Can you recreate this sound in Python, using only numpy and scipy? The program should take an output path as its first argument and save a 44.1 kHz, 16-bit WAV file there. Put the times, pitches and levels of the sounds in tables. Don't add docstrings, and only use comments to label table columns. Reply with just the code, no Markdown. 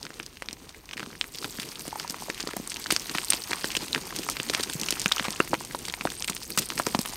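import sys
import numpy as np
from scipy import signal
from scipy.fft import rfft, irfft, next_fast_len
from scipy.io import wavfile
from scipy.ndimage import uniform_filter1d, map_coordinates

SR = 44100
rng = np.random.default_rng(int(sys.argv[2]) if len(sys.argv) > 2 else 0)


def voltage_ratio(level):
    return 10 ** (np.asarray(level, float) / 20)


def generate_wav(signal):
    frames = np.transpose(np.atleast_2d(signal))
    scaled = np.clip(frames, -1, 1) * 32767
    pcm = np.round(scaled).astype(np.int16)
    wavfile.write(sys.argv[1], SR, pcm)


N = 315756


def unit(x):
    return x / np.sqrt(np.mean(x ** 2) + 1e-20)


def coloured(x, points):
    hz, db = np.transpose(points)
    size = next_fast_len(N + 8192)
    grid = np.fft.rfftfreq(4096, 1 / SR)
    gain_db = np.interp(np.log(grid + 1), np.log(hz), db)
    cepstrum = irfft(np.log(voltage_ratio(gain_db)))
    cepstrum = cepstrum * np.r_[1, 2 * np.ones(2047), 1, np.zeros(2047)]
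    response = irfft(np.exp(rfft(cepstrum)))
    return irfft(rfft(x, size) * rfft(response, size), size)[:N]


def place(seconds, rows):
    start = np.round(np.asarray(seconds) * SR).astype(int)
    at = start[:, None] + np.arange(rows.shape[1])
    return np.bincount(at.ravel(), rows.ravel(), N + SR)[:N]


def wobble(rate):
    knots = rng.standard_normal(int(N * rate / SR) + 4)
    return map_coordinates(knots, [np.arange(N) * rate / SR])


def rough_noise(count, size, step, depth_db):
    noise = rng.standard_normal((count, size))
    jumps_db = depth_db * rng.standard_normal((count, size // step))
    return noise * voltage_ratio(jumps_db.repeat(step, 1))


def rings(hz, cycles, size, rise=.15):
    turns = np.asarray(hz)[:, None] * np.arange(size) / SR
    age = turns / np.clip(np.reshape(cycles, (-1, 1)), 1.2, 90)
    rows = np.sin(2 * np.pi * turns) * voltage_ratio(-20 * age) * (1 - np.exp(-age / rise)) ** 2
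    return rows / np.abs(rows).max(axis=1, keepdims=True)


def clacks(s, db, hz, cycles, second_hz, grit_db, grit_s=.023, size=1200):
    t = np.arange(size) / SR
    body = rings(hz, cycles, size) + .5 * rings(second_hz, 2.1, size)
    specks = rough_noise(len(s), size, step=20, depth_db=3)
    f = np.fft.rfftfreq(size, 1 / SR) + 1

    def hump(centre_hz):
        return 1 / (1 + (1.19 * np.log(f / centre_hz[:, None])) ** 2)

    dust = irfft(rfft(specks) * (hump(hz) + 0.017 * hump(second_hz)), size)
    dust = dust / dust.std(axis=1, keepdims=True)
    fade = voltage_ratio(-60 * t / grit_s) * (1 + .5 * voltage_ratio(-60 * t / .004))
    grit = voltage_ratio(grit_db + 3)[:, None] * dust * fade
    peak = voltage_ratio(np.minimum(db, -3))
    return place(s - .0002, peak[:, None] * (body + grit))


def pebbles(s, db, hz, grit_db, grit_s, size, ring):
    draw = rng.random((len(s), 3))
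    cycles = 1.2 + ring * draw[:, 0]
    second_hz = np.minimum(hz * (1.29 + 0.51 * draw[:, 1]), 14000)
    return clacks(s, db, hz, cycles, second_hz, grit_db + 4 * draw[:, 2], grit_s, size)


def wind_and_hiss():
    # frequency in Hz, gain in dB.
    air_colour = [(15, -2), (40, 11.5), (80, 1.5), (300, -17.5), (700, -22.5), (5000, -38), (10000, -31),
                  (16000, -21.5)]
    air = unit(coloured(rng.standard_normal(N), air_colour))
    return voltage_ratio(-45.0 + np.linspace(-2.2, 2.2, N)) * air


def patter(count, hz, spread, cycles, scatter_db):
    draw = rng.random((count, 4))
    pitch = np.clip(hz * np.exp(spread * rng.standard_normal(count)), 900, 14000)
    sign = np.sign(draw[:, 2] - .5)
    loud = voltage_ratio(-scatter_db * np.log(draw[:, 1] + .01)) * sign
    grains = rings(pitch, cycles * (.5 + draw[:, 3]), size=120)
    return place(draw[:, 0] * N / SR, loud[:, None] * grains)


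def patchy(x, depth_db):
    z = signal.stft(x, nperseg=256)[2]
    field = uniform_filter1d(rng.standard_normal(z.shape), size=8, axis=0)
    field = uniform_filter1d(field, size=14, axis=1)
    return signal.istft(z * voltage_ratio(depth_db * unit(field)), nperseg=256)[1][:N]


def slide(stones):
    # time in seconds, gravel level in dB, sand level in dB, ground rumble in dB.
    flow = [(0.0, -49, -79, -47.5), (0.54, -53, -58, -52), (0.88, -53.5, -64, -57), (1.04, -50.5, -66, -43),
            (1.28, -49.5, -47.5, -49.5), (1.52, -47.5, -44.5, -45.5), (1.99, -43, -46, -45),
            (2.77, -45, -49, -45.5), (3.05, -39.5, -40, -44.5), (3.69, -38.5, -39.5, -44),
            (4.09, -41, -46.5, -41.5), (4.59, -39.5, -41, -40), (5.14, -37.5, -42.5, -42.5),
            (5.5, -44.5, -44.5, -44.5), (6.18, -43.5, -44, -45.5), (6.34, -47.5, -45.5, -46.5),
            (6.84, -42.5, -38.5, -41.5), (7.16, -42, -41, -44.5)]
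    # frequency in Hz, gain in dB.
    gravel_colour = [(300, -8.5), (700, 9), (1000, 8), (1600, -0.5), (2600, 2.5), (4700, 1), (6500, 11),
                     (12000, -43)]
    sand_colour = [(2000, -16), (4700, 3), (5800, -3), (7200, -3), (8600, 0), (10000, 1), (15500, 4),
                   (17000, 0)]
    ground_colour = [(70, -32.5), (140, -4), (200, -4.5), (340, -4.5), (460, -8.5), (800, -29)]
    s, *levels = np.transpose(flow)
    gravel_db, sand_db, ground_db = [np.interp(np.arange(N) / SR, s, level) for level in levels]

    stone_power = signal.lfilter([1], [1, 1 / 180 - 1], stones ** 2)
    shake = np.log(stone_power / voltage_ratio(2 * gravel_db) + 300)
    shake = uniform_filter1d(shake, size=SR // 70)
    stir = unit(shake - uniform_filter1d(shake, size=SR // 4))
    clump = 1.4 * stir + .7 * wobble(18) + 1.3 * wobble(60)

    gravel = unit(patter(count=14000, hz=3000, spread=.5, cycles=1.4, scatter_db=3.6))
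    gravel = gravel + .6 * rng.standard_normal(N)
    sand = unit(patter(count=6000, hz=9500, spread=.4, cycles=3.5, scatter_db=4.5))
    sand = sand + .4 * rng.standard_normal(N)

    gravel = voltage_ratio(gravel_db - 3.4) * unit(voltage_ratio(clump) * coloured(gravel, gravel_colour))
    sand_sway = .3 * clump + 2.8 * wobble(50) + .4 * wobble(14)
    sand = voltage_ratio(sand_db - .1) * unit(voltage_ratio(sand_sway) * coloured(sand, sand_colour))
    ground_sway = 1.2 * clump + 2.4 * wobble(35) + .7 * wobble(12)
    ground = coloured(rng.standard_normal(N), ground_colour)
    ground = voltage_ratio(ground_db + .1) * unit(voltage_ratio(ground_sway) * ground)

    draw = rng.random((1000, 3))
    at = draw[:, 0] * N / SR
    stray_hz = 1700 * 7.0 ** draw[:, 1]
    stray_db = np.interp(at, s, np.maximum(*levels[:2])) + 1 + 5 * draw[:, 2] ** 2
    stray_db = stray_db + .4 * clump[(at * SR).astype(int)]
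    strays = pebbles(at, stray_db, stray_hz, grit_db=-7, grit_s=.012, size=400, ring=.4)
    return patchy(gravel + sand + ground, 1.7) + strays


def small_stones():
    # start in seconds, peak in
    # dB, ring in Hz.
    small_stone_hits = [(.891, -26.5, 2580), (.97, -23, 2650), (0.996, -19.5, 2620), (1.03, -22, 1480),
                        (1.3554, -22, 3400), (1.7567, -23, 3760), (2.4733, -21.5, 1160), (2.7686, -17, 3380),
                        (2.861, -18, 1700), (3.3415, -17, 2740), (3.5317, -11.5, 1917), (3.9602, -14, 1740),
                        (4.107, -24, 1810), (4.2891, -16.5, 1290), (5.1163, -15, 1290), (5.1233, -11, 3630),
                        (5.182, -14, 3000), (5.2834, -20.5, 930), (5.609, -23, 980), (5.8528, -20.5, 3130),
                        (5.8987, -19, 3840), (5.9392, -16, 2320), (6.2861, -20, 2190), (7.0584, -19, 2900),
                        (0.0294, -21.5, 5070), (0.2635, -22.5, 5330), (0.6926, -26.5, 4500), (1.3482, -23, 4800),
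                 (1.386, -22, 4470), (1.689, -25, 5400), (2.567, -11.5, 13000), (2.6985, -19, 5850),
                 (3.0962, -18, 4180), (4.1884, -18, 5300), (4.502, -17, 6060), (4.6078, -18, 4180),
                 (4.6365, -15, 4530), (4.863, -16.5, 5570), (5.002, -16, 5850), (5.017, -13.5, 6100),
                 (5.163, -17, 6000), (5.3061, -13, 6800), (5.326, -20, 5070), (5.8647, -26, 12900),
                 (6.3496, -16.5, 13800), (6.5037, -13, 10600), (6.5863, -20, 2850), (6.949, -11.5, 2800),
                 (6.879, -30, 6000), (7.0875, -19, 6360), (7.1446, -25, 9500),
                        (1.062, -30, 2540), (1.104, -33, 1440), (1.13, -34, 1580), (1.153, -30, 1790),
              (1.242, -25, 2000), (1.427, -26.5, 1230), (1.586, -27, 1690), (1.631, -24, 3020),
              (2.49, -26, 1270), (2.511, -23.5, 1870), (2.569, -24, 900), (2.842, -19, 4660),
              (5.476, -22.5, 2190), (6.119, -23, 1900), (6.378, -25, 5000),
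                        (0.0523, -33, 1530), (0.1051, -30, 1530), (0.5685, -40, 1960), (0.7462, -33, 2080),
              (1.062, -30.5, 1210), (1.854, -30, 616), (1.9998, -28, 1550), (2.1437, -22, 1100),
              (2.1846, -34.0, 1060), (2.2844, -25.5, 620), (2.4001, -23, 1750), (2.5344, -22.5, 1990),
              (2.5658, -24, 735), (2.9636, -20.5, 1270), (3.0953, -21, 1930), (3.2387, -33, 990),
              (3.3414, -25, 820), (3.5106, -23, 1020), (3.5468, -27, 1080), (3.6433, -15.5, 1090),
              (3.9788, -22, 1330), (4.126, -24, 1140), (4.266, -31, 1240), (4.6737, -29, 2500),
              (4.9703, -25, 1300), (5.0934, -31, 1600), (5.1691, -21, 1280), (5.2485, -20, 1220),
              (5.2834, -18, 2140), (5.7103, -27.5, 2010), (5.8815, -26, 1100), (5.939, -26.5, 970),
              (6.0725, -17, 1560), (6.2965, -21, 1240), (6.417, -30, 1100), (6.702, -29, 1160),
              (6.721, -26, 1490), (6.9901, -21, 1140), (7.0521, -24, 1210), (7.0593, -23, 1160),
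              (7.1262, -29, 990), (7.135, -29.5, 880),
                        (0.1413, -32, 4370), (0.3711, -29, 2660), (1.004, -26, 2880), (1.0375, -34, 4020),
              (1.1141, -33, 4560), (1.2125, -21, 3620), (1.3467, -30, 3190), (1.3757, -28, 4610),
              (1.4977, -27, 4800), (1.6194, -26, 4500), (1.6375, -28, 2730), (1.81, -28, 2580),
              (1.4167, -26, 4500), (1.8641, -33, 2430), (2.0782, -25, 4800), (2.3462, -25, 4330),
              (2.3784, -25, 3160), (2.4742, -19.5, 4520), (2.743, -23.5, 4650), (2.7613, -24, 2820),
              (2.868, -19, 4240), (3.1752, -21, 3240), (3.217, -22, 3190), (3.583, -32, 4424),
              (3.7041, -19, 2930), (3.8824, -22, 4020), (4.4883, -19.5, 3579), (4.729, -21, 3210),
              (4.8337, -15, 2900), (4.9252, -18, 2730), (4.956, -23, 2650), (5.1349, -25, 4200),
              (5.2613, -27, 2350), (5.3321, -24, 3230), (5.3605, -24.5, 2730), (5.5416, -15, 3300),
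              (5.7483, -24.5, 3790), (6.0101, -15.5, 2360), (6.0531, -19, 4000), (6.1026, -19.5, 4390),
              (6.2074, -28, 2550), (6.2448, -19, 2720), (6.3226, -26, 2410), (6.3321, -26, 3190),
              (6.5034, -26, 2460),
                        (0.194, -29, 9020), (0.46, -32, 5790), (0.8567, -33, 5370), (0.9886, -32, 5040),
              (1.521, -27, 6850), (1.7948, -22, 8150), (1.8797, -19, 8500), (2.0985, -18, 7990),
              (2.1688, -28, 12120), (2.2342, -25, 8250), (2.428, -21, 4960), (2.6751, -18, 8600),
              (2.923, -3, 10300), (2.997, -16, 6100), (3.1141, -20, 8330), (3.247, -12, 8000),
              (3.348, -18, 9190), (3.4986, -27, 5150), (3.5952, -26, 5580), (4.157, -26, 7260),
              (4.2775, -24, 8590), (4.2873, -19, 5560), (4.4314, -20, 7900), (4.699, -21, 5120),
              (5.0435, -23, 5140), (5.0593, -11.5, 6550), (5.3259, -26.0, 9130), (5.401, -17, 6500),
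              (5.4509, -27.0, 7800), (5.495, -25, 7110), (5.6051, -27, 6480), (5.6173, -29, 7600),
              (5.65, -21.5, 8400), (5.7896, -23.5, 7860), (5.9245, -19, 6480), (6.1213, -21, 7690),
              (6.2774, -16, 8700), (6.361, -29, 8330), (6.4252, -25.5, 5100), (6.4324, -22, 4910),
              (6.5756, -3, 10600), (6.6885, -20, 9000), (6.7869, -27, 4910), (6.82, -21, 7470),
              (6.8663, -11, 6750), (7.015, -14, 11840), (7.0314, -25, 4870), (7.0766, -22, 5990)]
    s, db, hz = np.transpose(small_stone_hits)
    return pebbles(s, db, hz, grit_db=-18, grit_s=0.02, size=1200, ring=2.0)


def one_shape(hits, cycles, ratio):
    s, db, hz, grit_db = np.transpose(hits)
    second_hz = hz * np.where(hz > 7500, min(ratio, 1 / ratio), ratio)
    return clacks(s, db, hz, cycles, second_hz, grit_db)


def rock_hits():
    # start in seconds, peak in dB, ring in Hz, grit in dB against the peak.
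    wedges = [(.0524, -25.5, 5130, -19), (.1996, -17, 2470, -27), (.4225, -21, 1980, -15.5),
              (.4869, -15, 3720, -27), (1.0037, -23, 2150, -18), (1.9984, -15, 4940, -16),
              (2.4047, -17, 4900, -15), (2.9052, -13.5, 1270, -9), (2.9094, -7, 4560, -19),
              (2.964, 12, 4930, -24), (3.5335, -13.5, 3680, -26), (4.2994, -7.5, 9700, -19),
              (4.4, -11.5, 2760, -21), (4.4983, -10, 3530, -20), (4.734, -18, 8400, -8),
              (5.0599, -3, 2500, -36), (5.2435, -31, 2230, -2.5), (5.55, -18, 2200, -22),
              (5.7479, -15, 910, -20), (6.2241, -11, 5650, -52), (6.2985, -17, 6500, -6.5),
              (6.7987, -10, 1140, -13), (6.9901, -17, 5600, -9)]
    lumps = [(.0669, -22, 2050, -27), (.5105, -23, 3180, -38), (.9118, -21, 2540, -25),
             (.9316, -24, 1870, -12), (1.4445, -25, 1500, -1.5), (1.9569, -25, 1020, -21),
             (2.1071, -11.5, 7100, -19), (2.9228, -11.5, 3020, -14), (3.1843, -14.5, 2240, -11.5),
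             (3.323, -8.5, 2560, -38), (3.644, -10, 1750, -18.5), (3.7713, -12, 3220, -33),
             (4.1632, -8.5, 6400, -19.5), (4.3686, -17.5, 2140, -13.5), (4.5488, -2, 2880, -23.5),
             (4.798, -14, 7000, -15), (4.8339, -17, 3900, -17), (4.9068, 13, 6300, -17.5),
             (4.924, -15, 4000, -13), (5.1971, -7, 1780, -34), (5.226, -15, 1800, -19.5),
             (5.5425, -11.5, 1178, -29), (5.885, -18.5, 2500, -22), (6.0102, -13.5, 1450, -25),
             (6.2812, -12, 3140, -18), (6.3663, -16.5, 3160, -25), (6.5784, -17, 1800, -5),
             (6.7031, -11, 3020, -39), (6.7905, -25, 8450, 0.5), (6.8666, -15.5, 1230, -8)]
    flakes = [(.2296, -29, 5800, -12), (.5295, -24.5, 5540, -9.5), (.977, -24.5, 1900, -10),
              (2.0984, -18, 5500, -16), (2.7028, -18.5, 8200, -26), (3.3032, -3, 8400, -12.5),
              (3.3058, 1, 9000, -43), (3.7675, -18, 2950, -3.5), (3.9301, -13, 3940, -19),
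              (4.814, -15.5, 6040, -10), (4.8862, -15.5, 2770, -8), (4.9967, -14.5, 7260, -13),
              (5.0808, -14.5, 7060, -32), (5.1201, -5, 3680, -16.5), (6.2455, -19.5, 7650, -14)]
    chips = [(.935, -19.5, 2870, -18), (1.5989, -16, 3300, -12), (2.3009, -15, 1800, -15),
             (2.7193, -18.5, 2580, -37), (3.1505, -15, 1210, -10.5), (3.3338, -9.5, 4020, -14),
             (3.5173, -13.5, 2120, -33), (3.752, -11.5, 2730, -13.5), (3.948, -6, 2420, -22),
             (6.5758, -15, 1280, -7.5), (6.7782, -15.5, 2140, -12)]
    total = one_shape(lumps, cycles=0.74, ratio=1.68)
    total = total + one_shape(chips, cycles=1.47, ratio=1.97)
    total = total + one_shape(wedges, cycles=2.28, ratio=0.67)
    return total + one_shape(flakes, cycles=5.7, ratio=1.4)


def thumps():
    # start in seconds, peak in dB, thump in Hz.
    landings = [(.422, -32.5, 550), (1.589, -29, 235), (1.879, -27, 298), (2.298, -26, 380),
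                (2.472, -24.5, 430), (2.538, -28, 410), (2.567, -31, 203), (2.599, -25.5, 258),
                (2.924, -20.5, 328), (3.152, -26, 286), (3.339, -27.5, 316), (3.512, -27, 354),
                (3.644, -22, 410), (4.194, -27.5, 330.4), (4.5, -21.5, 436), (4.598, -23.5, 420),
                (4.753, -25, 140), (4.926, -25, 336), (5.0585, -22.5, 199), (5.282, -25.5, 214),
                (5.402, -11.5, 364), (5.5356, -16.5, 366), (5.747, -39, 524), (6.0552, -21.5, 264),
                (6.298, -29, 196), (6.577, -27, 193), (6.597, -26, 270), (6.87, -17, 415),
                (6.9502, -17, 233), (6.99, -17.5, 234),
                (0.104, -36.5, 300), (.201, -33.5, 324), (0.529, -36, 300), (0.961, -36, 260),
             (1.027, -33.5, 250), (1.072, -35.5, 262), (1.45, -31, 295), (2.102, -33.5, 244),
             (2.438, -29.5, 307), (2.486, -30, 304), (3.771, -30, 403), (3.829, -30.5, 332),
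             (4.401, -29, 330), (4.551, -31, 367), (4.819, -30, 212), (5.207, -27.5, 223), (6.01, -32, 242),
             (6.801, -28, 320)]
    # start in seconds, peak in dB, ring in Hz.
    slab_taps = [
        (1.9275, -23, 880),
        (1.9572, -24, 850),
        (2.0469, -27, 920),
    ]
    # frequency in Hz, gain in dB.
    thump_colour = [(60, -16), (150, 0), (20000, 0)]
    s, db, hz = np.transpose(landings)
    low = rings(hz, 1.89, size=1600, rise=0.031)
    low = low + 0.24 * rings(hz * 1.73, 0.64, size=1600)
    slab_s, slab_db, slab_hz = np.transpose(slab_taps)
    slab = voltage_ratio(slab_db)[:, None] * rings(slab_hz, 8.0, size=1600, rise=.04)
    return coloured(place(s, voltage_ratio(db + 4.5)[:, None] * low), thump_colour) + place(slab_s, slab)


def scrapes(size=4096):
    # start in seconds, length in seconds, rms level in dB, colour in Hz.
    skids = [(2.904, 0.061, -34, 4000), (5.234, 0.043, -31, 1200), (1.014, 0.016, -47, 1800),
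             (1.605, .04, -42, 2100), (3.505, .009, -26.5, 3300), (3.529, .009, -30, 1800),
             (3.654, 0.0064, -31, 6000), (3.714, 0.011, -31, 3600), (4.531, .012, -26, 1300),
             (4.56, 0.034, -33.5, 1100), (4.591, .018, -28.5, 2300), (4.628, 0.012, -23, 4600),
             (4.694, 0.0078, -27, 1400), (5.111, 0.015, -35, 2300), (4.3, .038, -33.5, 5600),
             (3.8, 0.045, -37, 3300), (4.231, 0.007, -28.5, 2900), (2.9, 0.03, -30, 4000),
             (2.808, 0.03, -37, 4100), (2.7, 0.036, -36.5, 4600), (2.5, .016, -36, 2100),
             (6.6, 0.046, -35.5, 3800), (2.4, .018, -32, 2300), (1.085, 0.054, -53, 1300),
             (5.882, 0.0054, -27.5, 2400), (6.581, .016, -19.5, 5500), (6.59, 0.0081, -16.5, 12000),
             (7.008, .009, -29, 6000)]
    s, length, db, hz = np.transpose(skids)
    f = np.fft.rfftfreq(size, 1 / SR) + 1
    rough = rough_noise(len(s), size, step=32, depth_db=4)
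    rasp = irfft(rfft(rough) / (1 + (1.1 * np.log(f / hz[:, None])) ** 2), size)
    rasp = rasp / rasp.std(axis=1, keepdims=True)
    swell = np.sin(np.pi * np.clip(np.arange(size) / SR / length[:, None], 0, 1))
    return place(s, voltage_ratio(db)[:, None] * swell * rasp)


def blocks():
    # start in seconds, peak in dB, ring in Hz, ringing in cycles.
    knocks = [
        (1.2124, -4.5, 3250, 1.7),
        (5.403, -12.5, 2760, 9.6),
        (5.4031, -3.5, 1330, 1.6),
        (5.5325, -6.5, 826, 1.24),
        (6.053, -8.5, 645, 0.76),
        (6.948, -8.5, 930, 1.6),
        (6.132, -38, 8550, 60),
        (6.15, -36, 8600, 55),
        (6.175, -37, 8700, 46),
        (6.183, -35, 8550, 60),
    ]
    s, db, hz, cycles = np.transpose(knocks)
    return place(s, voltage_ratio(db)[:, None] * rings(hz, cycles, size=800))


def rock_echo(x):
    t = np.arange(SR // 10) / SR
    tail = uniform_filter1d(rng.standard_normal(len(t)), size=3)
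    tail = tail * voltage_ratio(-60 * t / .06) * (t > .002)
    return signal.fftconvolve(x, tail / np.linalg.norm(tail))[:N]


def scene():
    stones = rock_hits() + thumps() + blocks() + scrapes() + small_stones()
    echo = voltage_ratio(-21) * rock_echo(stones)
    return (stones + echo + slide(stones) + wind_and_hiss())[None]


def top_cut(x):
    return signal.sosfilt(signal.butter(12, 15800, fs=SR, output="sos"), x)


def record(dry):
    # frequency in Hz, gain in dB.
    mic_response = [(20, -19), (110, -3), (3800, 0), (4700, 2), (5600, 0), (7400, -1), (8700, 2.5),
                    (10300, -6), (13000, -4), (15800, -10), (16050, -36), (17500, -60)]
    heard = coloured(dry[0], mic_response)
    heard = heard / (1 + np.abs(heard / .95) ** 4) ** .25
    return top_cut(heard[None])


dry = scene()
out = record(dry)
generate_wav(out)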